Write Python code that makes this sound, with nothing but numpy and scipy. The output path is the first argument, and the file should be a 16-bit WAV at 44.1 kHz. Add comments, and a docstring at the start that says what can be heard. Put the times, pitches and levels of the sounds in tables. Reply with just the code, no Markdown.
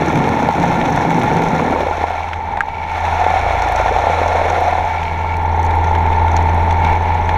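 """Suction dredge under water

Beside the nozzle, the pump's four-cylinder engine hums, knocks and whirrs down the hose. Slurry rushes
in, and collapsing cavities gurgle in the resonant throat. Impacts excite the pipe: sand crackles, gravel
rattles, pebbles clack, grit ticks and one stone cracks against the steel. A low drone comes and goes."""
import sys
import numpy as np
from scipy import signal
from scipy.fft import rfft, irfft, next_fast_len
from scipy.io import wavfile

SR = 44100
rng = np.random.default_rng(int(sys.argv[2]) if len(sys.argv) > 2 else 0)


def wrap_up_sound(samples):
    """Save the sound to the file named by the first command line argument, as 16-bit audio."""
    columns = np.atleast_2d(samples).T
    # keep every value between -1 and 1, then stretch to whole-number steps
    tamed = np.clip(columns, -1, 1)
    steps = np.round(tamed * 32767).astype(np.int16)
    wavfile.write(sys.argv[1], SR, steps)


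N = 325017

# engine sound carried by the hose: (time [s], level [dB])
ENGINE_LEVEL = [(0, -33.5), (1.15, -31.5), (2.0, -35.5), (2.3, -34.5), (2.52, -24.5), (2.7, -33),
                (3.15, -28), (3.9, -31.5), (4.45, -34), (4.9, -28.5), (5.36, -24), (5.6, -18), (6.55, -17),
                (6.78, -17.5), (6.9, -13), (6.99, -21), (7.09, -17.5), (7.24, -21), (7.37, -15)]
# slurry flow through the nozzle: (time [s], level [dB])
FLOW_LEVEL = [(0, -31), (1.4, -30), (2.15, -24.5), (2.4, -42.5), (2.68, -49.5), (3.0, -21.5), (3.2, -15.5),
              (4.65, -16), (5.5, -44.5), (5.9, -35.5), (6.6, -37), (6.9, -35.5), (7.37, -40)]
# two bouts of gurgling, each a curve: (time [s], pitch [Hz], level [dB])
GURGLE_BOUTS = [
    [(0, 213, -14.5), (1.5, 221.6, -15), (1.72, 343, -15), (1.9, 544, -25), (2.05, 652, -28),
     (2.18, 808, -22.5), (2.3, 760, -40)],
    [(2.9, 780, -33), (3.05, 770, -29.5), (3.28, 755, -19), (3.52, 754, -19.5), (3.7, 777, -21),
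     (3.92, 644, -20.5), (4.2, 676, -20), (4.55, 633, -17), (4.78, 790, -20), (5.1, 744, -38)],
]
# collapses of large cavities: (time [s], relative level [dB], pitch [Hz])
LARGE_GULPS = [(0.337, -12.5, 870), (0.421, -11, 800), (0.486, -4, 786), (0.635, -8, 770), (0.812, -8, 680),
               (0.855, -17, 760), (0.974, -6, 850), (1.048, -7, 740), (1.279, -10, 880), (1.390, -4.5, 735),
               (1.594, -5, 876), (1.646, -10, 248), (1.697, -11.5, 240), (1.724, -8, 730),
               (1.730, -13, 345), (1.758, -8, 890), (1.802, -7.5, 520), (1.863, -8.5, 512),
               (1.883, -10, 810), (1.909, -7, 800), (1.978, -15, 636), (2.037, -3.5, 800), (2.104, -7, 776),
               (2.156, -15, 800), (2.203, -11.5, 880), (2.572, -7.5, 786), (2.681, -14, 814),
               (3.234, -13.5, 530), (3.263, -0.5, 763), (3.302, -15, 730), (3.503, -5, 717),
               (3.547, -5, 707), (3.62, -7.5, 810), (3.662, -10, 870), (3.696, -9, 716), (3.797, -7, 645),
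               (3.858, -1.5, 753), (3.916, -8.5, 516), (4.037, -5, 635), (4.067, -3.5, 720),
               (4.096, -5, 780), (4.146, -8, 820), (4.214, -9, 560), (4.258, -9, 800), (4.284, -18, 527),
               (4.348, -12.5, 533), (4.379, -13, 880), (4.413, -3, 700), (4.45, -11, 517),
               (4.724, -14, 765), (4.782, -7, 777), (4.84, -8, 770), (5.243, -8, 870)]
# modes of the nozzle steel: (frequency [Hz], relative level [dB], t60 [s])
STEEL_MODES = [(2290, 2.5, 0.011), (3400, -10.5, 0.011), (4300, -7, 0.015), (5620, -9.5, 0.019),
               (6120, -5.5, 0.022), (6760, -9.5, .016), (7900, -15, 0.0076)]


def engine():
    """Periodic excitation: one crankshaft, four firings to a cycle, times the hum, knocks and whirr."""
    # engine speed: (time [s], firing rate [Hz])
    speed = [(0, 82), (1.8, 81.5), (2.65, 81.3), (3.3, 83), (4.6, 83.5), (5.45, 83.1), (6.45, 83.65),
             (7.05, 84.5)]
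    firings = np.cumsum(in_time(speed)[0]) / SR
    cycles = firings / 4
    # the pump knocks harder on deep cavities
    knocks = depth_gain(db_per_octave=2) * engine_knocks(cycles, jitter_s=.00006, uneven_db=1)
    whirr = engine_whirr(cycles, loose_db=-4, churn_db=2.5)
    throb = from_db(.7 * np.cos(2 * np.pi * 3 * (cycles - .14)))  # three bunches of knocks a cycle
    clatter = throb * (from_db(-3.5) * knocks + from_db(-7) * whirr)
    return engine_hum(firings, waver_db=-45) + following(ENGINE_LEVEL, top_db=-12, slope=.62) * clatter


def engine_hum(firings, waver_db):
    """Engine orders: partials lie at quarter multiples of the firing rate; a faint hum wavers more."""
    # partials: (frequency [multiples of the firing rate], relative level [dB])
    orders = [(.25, -12), (1, 0), (1.75, -23), (2, -22), (2.25, -27), (3, -23), (3.75, -25), (4.25, -26),
              (4.75, -24), (5, -26), (5.25, -24), (5.5, -26), (7, -25)]
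    # hum carried by the water: (time [s], level [dB])
    hum_level = [(0, -29), (1.4, -33.5), (1.8, -29), (2.3, -27.5), (2.5, -28.5), (2.62, -36), (2.85, -31),
                 (3.1, -23.5), (3.35, -25), (3.85, -28.5), (4.15, -23), (4.6, -24), (4.9, -25.5),
                 (5.25, -22.5), (5.6, -17.5), (6.5, -15), (6.9, -16.5), (7.0, -18), (7.37, -19)]
    partials = sum(from_db(db) * np.sin(2 * np.pi * (k * firings + rng.random())) for k, db in orders)
    gain = from_db(in_time(hum_level)[0]) + from_db(waver_db) * drift(11)
    return np.sqrt(2) * gain * partials


def engine_knocks(cycles, jitter_s, uneven_db):
    """Impulse response: the same uneven blows return each cycle and swell in the hose's resonances."""
    # knocks in one cycle: (position [cycles], relative level [dB])
    pattern = [(.164, -1.3), (.242, -2.8), (.491, -1.8), (.762, 2.3), (.935, -4.4)]
    # hose resonances: (frequency [Hz], bandwidth [Hz], relative level [dB])
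    modes = [(873.2, 72, 4.5), (817.7, 51, -1), (689, 65, -14)]
    position, knock_db = np.transpose(pattern)
    due = np.arange(int(cycles[-1]) + 1)[:, None] + position
    times = np.interp(due, cycles, np.arange(N) / SR) + jitter_s * rng.standard_normal(due.shape)
    sizes = from_db(knock_db + uneven_db * rng.standard_normal(due.shape)) * (due < cycles[-1])
    blows = clicks_at(times.ravel(), sizes.ravel())
    ringing = sum(from_db(db) * resonance(resonance(blows, hz, width), hz, width)
                  for hz, width, db in modes)
    return rms_one(ringing)


def engine_whirr(cycles, loose_db, churn_db, size=2048):
    """Line spectrum: a rattle repeating each cycle makes close lines; churning water blurs low ones."""
    # whirr: (frequency [Hz], relative spectral level [dB])
    spectrum = [(90, -10), (170, 0), (280, -7), (410, -3.5), (560, -5), (720, 5), (870, 12), (980, -1),
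                (1200, -12), (1800, -7.5), (2300, -8.5), (2900, -21.5), (4200, -17), (6300, -48),
                (9000, -46)]
    repeating = rng.standard_normal(size)[(cycles % 1 * size).astype(int)]
    repeating = repeating - resonance(repeating, hz=200, width_hz=170)
    noise = rng.standard_normal(N)
    churning = from_db(loose_db) * noise + from_db(churn_db) * resonance(noise, hz=160, width_hz=380)
    return pipe(coloured(repeating + churning, spectrum))


def throat():
    """Cavity collapse: the throat's resonance lifts the gurgling; gulps, plops and slaps add to it."""
    times, db, hz = np.transpose(LARGE_GULPS)
    large = gulps(times - .0005, db - 3, hz, rise_octaves=.43, swell_cycles=3.36)
    churn = from_db(-5) * gurgle(per_s=3600, ring_cycles=6.9)
    churn += from_db(-8.5) * small_gulps(per_s=120, scatter_db=4)
    churn += (from_db(11.2) - 1) * resonance(churn, hz=734, width_hz=53)
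    # the throat chokes for a moment before each large gulp
    choke_onsets = clicks_at(times - .004, np.ones(len(times)))
    choke = signal.fftconvolve(choke_onsets, np.hanning(SR // 50), "same")
    return churn * from_db(-9 * choke) + large + plops() + slaps(per_s=60, level_db=-10, gulp_db=10)


def gulps(times, db, hz, rise_octaves, swell_cycles, size=2000):
    """Bubble resonance: a shrinking cavity glides upward, passing hz at its loudest."""
    t = np.arange(size) / SR
    swell_s = np.minimum(swell_cycles / hz[:, None], size / SR / 3)
    age = t / swell_s
    pitch = hz[:, None] * 2 ** (rise_octaves * (np.minimum(age, 2) - 1))
    phase = 2 * np.pi * (np.cumsum(pitch, axis=1) / SR + rng.random((len(times), 1)))
    notes = from_db(db)[:, None] * age ** 2 * np.exp(1 - age ** 2) * np.sin(phase)
    starts = np.round(times * SR) / SR
    return clicks_at((starts[:, None] + t).ravel(), notes.ravel())


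def gurgle(per_s, ring_cycles, bands=32):
    """Damped oscillation: collapsing cavities ring for a few cycles around a moving centre pitch."""
    centre_hz, spread, gain = cavities()
    pops = grains(per_s, spread_db=4.5)
    band_of_pop = rng.integers(0, bands, N)
    ringing, power = 0, 1e-9
    for band, hz in enumerate(np.geomspace(120, 950, bands)):
        weight = np.exp(-(np.log2(hz / centre_hz) / spread) ** 2 / 4)
        ringing += weight * rms_one(resonance(pops * (band_of_pop == band), hz, hz / ring_cycles))
        power += weight ** 2
    return gain * lowpass(ringing / np.sqrt(power), hz=1400)


def small_gulps(per_s, scatter_db):
    """Poisson process: lesser cavities collapse at random, each gliding up near the gurgle's pitch."""
    centre_hz, spread, gain = cavities()
    at = np.flatnonzero(rng.random(N) < per_s / SR)
    faintness, detune = rng.uniform(-1.334, 1, (len(at), 2)).T
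    hz = centre_hz[at] * 2 ** (spread[at] * detune)
    return gain * gulps(at / SR, -scatter_db * faintness, hz, rise_octaves=.25, swell_cycles=3)


def plops():
    """Rapid collapse: the deepest cavities chirp up from the bass within a few cycles."""
    # plops: (time [s], peak level [dB])
    collapses = [(1.801, -10), (1.829, -14), (1.861, -16), (1.910, -17), (1.979, -18), (2.011, -14),
                 (2.035, -14), (3.263, -25), (3.658, -17), (3.856, -20), (3.909, -14), (4.036, -18),
                 (4.096, -17), (4.213, -18), (4.348, -19), (4.41, -26), (4.452, -27)]
    times, db = np.transpose(collapses)
    return gulps(times, db, hz=np.full(len(times), 404), rise_octaves=1.25, swell_cycles=1.57)


def slaps(per_s, level_db, gulp_db):
    """Pressure pulses: cavities close dully against the wall, at each large gulp and at random."""
    # slap: (frequency [Hz], relative spectral level [dB])
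    spectrum = [(70, -17), (180, -3.5), (850, 9), (1200, -8), (2400, -8), (3200, -33), (6000, -58),
                (12000, -65)]
    times, db, _ = np.transpose(LARGE_GULPS)
    closings = grains(per_s, spread_db=-.5) + clicks_at(times + .00301, from_db(db + gulp_db))
    _, _, gain = cavities()
    return from_db(level_db) * gain * coloured(closings, spectrum)


def cavities(stall_s=.525, stall_width_s=.022, stall_db=-17):
    """Size distribution: centre pitch, spread in octaves and gain; deeper cavities scatter more."""
    hz, db = in_time([row for bout in GURGLE_BOUTS for row in bout])
    t = np.arange(N) / SR
    active = sum((t >= bout[0][0]) & (t <= bout[-1][0]) for bout in GURGLE_BOUTS)
    stall = np.exp(-np.minimum(((t - stall_s) / stall_width_s) ** 2, 50))  # one brief dip
    spread = .493 * depth() ** .62
    return hz, spread, active * from_db(db + stall_db * stall)


def depth(top_hz=800):
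    """Larger cavities resonate lower: the octaves by which the gurgle lies below top_hz."""
    hz, _ = in_time([row for bout in GURGLE_BOUTS for row in bout])
    return np.maximum(np.log2(top_hz / hz), .03)


def depth_gain(db_per_octave):
    """Power law: a layer grows louder as the cavities get larger and deeper."""
    return from_db(db_per_octave * depth())


def slurry():
    """Flow noise: dense sand impacts merge into a surging rush, with spurts, sizzle and crackle on top."""
    # rush of the slurry: (frequency [Hz], relative spectral level [dB])
    rush_spectrum = [(60, -12.5), (200, -19), (500, -14), (850, 6.5), (1030, -3.5), (1220, -12.5),
                     (2000, -13), (2500, -13.5), (2900, -23), (4200, -17), (6500, -30.5), (7800, -42.5),
                     (12000, -46), (15500, -66)]
    # fine sand round deep cavities: (frequency [Hz], relative spectral level [dB])
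    sizzle_spectrum = [(3500, -23), (5800, 5), (7800, -4), (11500, -12.5), (13800, 3), (15500, -30.5)]
    sand = rms_one(grains(per_s=2200, spread_db=1.5)) + from_db(-3) * rng.standard_normal(N)
    rush_gain = following(FLOW_LEVEL, top_db=-20, slope=.49) * depth_gain(db_per_octave=3)
    rush = rush_gain * from_db(1.15 * drift(24)) * coloured(sand, rush_spectrum)
    thrown = spurts(per_s=190, length_s=.0015)
    sizzle = depth() * from_db(-69.5 + 1.6 * drift(10)) * coloured(sand, sizzle_spectrum)
    return rush + thrown + sizzle + crackle()


def spurts(per_s, length_s):
    """Clustered impacts: clumps of sand hit the wall in short bright bursts."""
    # spurt: (frequency [Hz], relative spectral level [dB])
    spectrum = [(600, -27.5), (1500, 14), (2400, -4), (3200, -1), (6300, 4.5), (8000, -16), (12000, -33),
                (15500, -30)]
    clumps = bursts(np.abs(grains(per_s, spread_db=3.5)), length_s)
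    gain = following(FLOW_LEVEL, top_db=-43, slope=.57) * depth_gain(db_per_octave=6.5)
    return gain * coloured(clumps, spectrum)


def crackle():
    """Shot noise: coarse sand snaps on the wall grain by grain."""
    # snap of a grain: (frequency [Hz], relative spectral level [dB])
    spectrum = [(1200, -6), (2400, 13), (3800, 13), (6000, 10.5), (7800, -9.5), (11800, -8.5), (13800, -9),
                (15300, -21.5)]
    snaps = bursts(grains(per_s=220, spread_db=4.8), length_s=.0005)
    gain = following(FLOW_LEVEL, top_db=-47.5, slope=.3) * depth_gain(db_per_octave=4)
    return gain * coloured(snaps, spectrum)


def gravel():
    """Impact and friction: tumbling gravel keeps the nozzle ringing; in slides it scrapes the hose."""
    # wall resonances: (frequency [Hz], bandwidth [Hz], relative level [dB])
    modes = [(1370, 40, -2), (2230, 70, 2), (2272, 62, 6.5), (2620, 130, -5), (3330, 70, -27.5)]
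    # slides into the nozzle: (start [s], end [s], level [dB])
    slides = [(2.15, 2.248, -34.5), (2.677, 2.91, -37.5), (2.887, 3.6, -34.5), (4.834, 5.104, -33.5),
              (5.127, 5.353, -35), (6.823, 6.97, -31), (7.044, 7.21, -34)]
    # scraping: (frequency [Hz], relative spectral level [dB])
    spectrum = [(700, -11), (1400, -5), (1900, -6), (2200, 11), (2650, -4.5), (2900, -16), (4100, -12),
                (4800, -42), (9000, -33)]
    hits = lowpass(grains(per_s=340, spread_db=2.5), hz=4100)  # water cushions the blows
    tumble = sum(from_db(db) * rms_one(resonance(hits, hz, width)) for hz, width, db in modes)
    sliding = sum(from_db(db) * held(start, end, fade_s=.017) for start, end, db in slides)
    scrape = from_db(-6.5) * sliding * coloured(grains(per_s=2000, spread_db=2), spectrum)
    rolling = following(FLOW_LEVEL, top_db=-36, slope=.23)
    return np.hypot(rolling, sliding) * rms_one(tumble) + scrape


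def pebbles():
    """Sliding friction: a pebble that lands hard skids for a few milliseconds, a dry clack."""
    # landings on the wall: (time [s], level [dB])
    landings = [(0.156, -19.5), (0.2403, -19), (0.628, -18), (0.8137, -20), (0.857, -23), (1.1052, -20),
                (1.215, -20.5), (1.4215, -22), (1.5785, -26), (1.807, -21), (2.286, -23.5), (2.3323, -19),
                (2.5716, -22), (2.6877, -28), (3.0516, -25), (3.243, -19.5), (5.03, -23), (5.7084, -21),
                (5.841, -23.5), (5.9503, -17.5), (6.064, -24), (6.1287, -23), (6.281, -21.5), (6.375, -22),
                (6.4889, -24.5), (6.7085, -22), (6.8476, -17), (6.874, -28), (6.93, -28), (7.2924, -17)]
    # clack: (frequency [Hz], relative spectral level [dB])
    spectrum = [(500, -10), (1400, 5.5), (2250, 7.5), (2900, -4), (3600, -1.5), (4700, -18.5),
                (6000, -16.5), (8000, -28), (14000, -39)]
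    times, db = np.transpose(landings)
    skids = bursts(clicks_at(times, from_db(db)), length_s=.0053)
    return skids.std() * coloured(skids, spectrum)


def stone():
    """Modal ringing: a stone cracks against the steel and bounces twice."""
    # strike and bounces: (time [s], level [dB])
    strikes = [(2.6067, 1), (2.611, -7), (2.6147, -23)]
    # modes struck: (frequency [Hz], relative level [dB], t60 [s])
    modes = [(1240, -12, 0.042), (1610, 2, 0.0098), (2130, -1.5, 0.0019), (6940, -21.5, 0.0016),
             (12000, -29, 0.00053)]
    times, strike_db = np.transpose(strikes)
    hits = clicks_at(times, from_db(strike_db))
    return sum((-1) ** k * from_db(db) * ring(hits, hz, t60) for k, (hz, db, t60) in enumerate(modes))


def grit(scatter_db):
    """Fluid damping: each grain snaps and strikes the steel, whose ring the water soon damps."""
    # loudest grains: (time [s], snap level [dB], ring level [dB])
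    impacts = [(0.0598, -39, -26), (0.0957, -42, -40), (0.156, -35, -33), (0.174, -33, -28),
               (0.2778, -36, -38), (0.2902, -32, -25), (0.5516, -46, -32), (0.5985, -37, -25),
               (0.629, -37, -34), (0.639, -38, -31), (0.7168, -38, -32), (0.855, -40, -34),
               (0.9018, -33, -39), (0.9223, -37, -29), (0.961, -33, -27), (1.05, -38, -32),
               (1.1049, -38, -29), (1.118, -41, -36), (1.1672, -38, -34), (1.1967, -35, -35.5),
               (1.2344, -32, -30), (1.3673, -34, -29), (1.42, -35, -30), (1.4376, -37, -25),
               (1.708, -38, -33), (1.805, -37, -34), (3.0041, -47, -35), (3.0525, -41, -30),
               (3.2396, -41, -34), (3.3922, -41, -32), (3.6207, -35, -23.5), (3.6865, -37, -28),
               (3.7219, -31, -36), (3.76, -45, -21.5), (4.1784, -45, -36), (4.2079, -44, -36),
               (4.2791, -43, -29), (4.4998, -45, -25), (4.6065, -34, -44.5), (4.7097, -46, -37),
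               (5.036, -43, -35), (5.368, -37, -31), (5.6293, -42, -27), (5.649, -35, -36),
               (5.6643, -45, -31), (5.7543, -34, -50), (5.844, -40, -30), (6.3163, -48, -31),
               (6.3656, -35, -19.5), (6.427, -43, -34), (6.545, -35, -46), (6.709, -43, -28),
               (6.7254, -50.5, -32), (6.8456, -46, -33), (6.9294, -42, -35), (7.291, -44, -34)]
    times, snap_db, ring_db = np.transpose(impacts)
    snaps = bursts(clicks_at(times + .0005, from_db(snap_db + 1)), length_s=.0012)
    ticks = signal.sosfilt(signal.butter(2, [7000, 13000], "band", fs=SR, output="sos"), snaps)
    for k, (hz, db, t60) in enumerate(STEEL_MODES):
        sizes = from_db(ring_db + db + scatter_db * rng.standard_normal(len(times)))
        ticks += (-1) ** k * ring(clicks_at(times + .00032, sizes), hz, t60)
    return ticks


def fine_grit():
    """Random modal excitation: small grains each ring one steel mode, louder as the pump works harder."""
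    strength = following(ENGINE_LEVEL, top_db=-41, slope=.43)
    return sum(from_db(db) * ring(strength * grains(per_s=45, spread_db=3.5), hz, t60)
               for hz, db, t60 in STEEL_MODES)


def drone(waver_hz=1.18):
    """Frequency modulation: a low tone with a weak octave wavers as it fades in, holds and fades out."""
    # swells: (start [s], end [s], pitch [Hz], level [dB])
    swells = [(1.68, 2.004, 47.6, -35), (3.384, 4.037, 55.5, -25), (5.5, 7.37, 46.6, -34.5)]
    total = 0
    for start, end, hz, db in swells:
        phase = 2 * np.pi * np.cumsum(hz + waver_hz * drift(1.9)) / SR
        tone = np.sin(phase) + from_db(-10) * np.sin(2 * phase)
        total += np.sqrt(2) * from_db(db) * held(start, end, fade_s=.09) * tone
    return total


def pump_rumble():
    """Low-frequency noise: the pump's rumble rises and falls with the engine's level."""
    # rumble: (frequency [Hz], relative spectral level [dB])
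    spectrum = [(12, -11.5), (24, -3), (36, 3.5), (48, -8), (64, -11.5), (100, -4), (160, -34.5),
                (400, -67)]
    return following(ENGINE_LEVEL, top_db=-26, slope=.56) * coloured(rng.standard_normal(N), spectrum)


def pipe(x):
    """Resonance and antiresonance: the water-filled pipe lifts some bands and swallows others."""
    # peaks and dips: (frequency [Hz], bandwidth [Hz], gain [dB])
    bands = [(167, 22.5, 5.5), (191.7, 19, -10.5), (485, 77, 4), (1384, 51, 10), (1766, 59, 7.5),
             (2176, 126, 6), (3480, 97, 5), (4615, 2710, -20), (5560, 580, 3), (12900, 600, -8)]
    for hz, width_hz, db in bands:
        x = x + (from_db(db) - 1) * resonance(x, hz, width_hz)
    return x


def resonance(x, hz, width_hz):
    """Driven resonator: a two-pole band-pass with unit peak gain."""
    r = np.exp(-np.pi * width_hz / SR)
    feedback = [1, -2 * r * np.cos(2 * np.pi * hz / SR), r * r]
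    return signal.lfilter(np.array([1, 0, -1]) * (1 - r * r) / 2, feedback, x + 1e-18)


def ring(clicks, hz, t60):
    """Free vibration: a unit click starts a decaying sine of height 1."""
    r, w = np.exp(-np.log(1000) / (t60 * SR)), 2 * np.pi * hz / SR
    return signal.lfilter([0, np.sin(w)], [1, -2 * r * np.cos(w), r * r], clicks + 1e-18)


def lowpass(x, hz):
    """Second-order roll-off above hz."""
    return signal.sosfilt(signal.butter(2, hz, fs=SR, output="sos"), x)


def coloured(x, spectrum):
    """Spectral shaping by a smooth curve, scaled to unit rms."""
    hz, db = np.transpose(spectrum)
    size = next_fast_len(N)
    bin_hz = np.maximum(np.arange(size // 2 + 1) * SR / size, 1)
    gain = from_db(np.interp(np.log(bin_hz), np.log(hz), db))
    return rms_one(irfft(rfft(x, size) * gain, size)[:N])


def grains(per_s, spread_db):
    """Poisson collisions of random sign, with exponentially distributed levels."""
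    sizes = from_db(spread_db * np.minimum(rng.exponential(1, N), 4))
    return sizes * rng.choice([-1, 1], N) * (rng.random(N) < per_s / SR)


def bursts(clicks, length_s):
    """Exponential decay: each click becomes a dying burst of noise."""
    envelope = signal.lfilter([1], [1, -np.exp(-1 / (length_s * SR))], clicks + 1e-18)
    return envelope * rng.standard_normal(N)


def clicks_at(times, sizes):
    """Impulse train; coincident clicks add."""
    return np.bincount(np.clip(np.round(times * SR).astype(int), 0, N - 1), sizes, N)


def drift(hz, step=40, settle=2000):
    """Slow random fluctuation: low-passed noise of unit rms."""
    r = np.exp(-2 * np.pi * hz * step / SR)
    noise = rng.standard_normal(N // step + settle + 2)
    slow = signal.lfilter([1], [1, -2 * r, r * r], noise)[settle:]
    return np.interp(np.arange(N) / step, np.arange(len(slow)), rms_one(slow))


def following(curve, top_db, slope):
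    """Gain that is top_db at a level curve's maximum and follows it by slope dB per dB."""
    db, = in_time(curve)
    return from_db(top_db + slope * (db - db.max()))


def held(start, end, fade_s):
    """Trapezoidal envelope: fade in, hold at 1, fade out."""
    t = np.arange(N) / SR
    return np.clip(np.minimum(t - start, end - t) / fade_s + .5, 0, 1)


def in_time(rows):
    """Linear interpolation of a curve's columns at every sample."""
    times, *columns = np.transpose(rows)
    return [np.interp(np.arange(N) / SR, times, column) for column in columns]


def from_db(db):
    """Decibels to amplitude ratio."""
    return 10 ** (np.asarray(db) / 20)


def rms_one(x):
    """Normalisation to unit rms."""
    return x / np.sqrt(np.mean(x ** 2) + 1e-20)


def scene():
    """Superposition: all sources add at one point in the water."""
    rumble = pump_rumble()
    nozzle = pipe(slurry() + throat()) + gravel() + pebbles() + grit(scatter_db=3) + fine_grit() + stone()
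    return (engine() + drone() + rumble + nozzle)[None]


def record(dry):
    """Clipping and band limiting: peaks stop at full scale and the top treble is cut steeply."""
    cutoff_hz = 15300
    return signal.sosfilt(signal.ellip(10, .1, 80, cutoff_hz, fs=SR, output="sos"), np.clip(dry, -1, 1))


dry = scene()
out = record(dry)
wrap_up_sound(out)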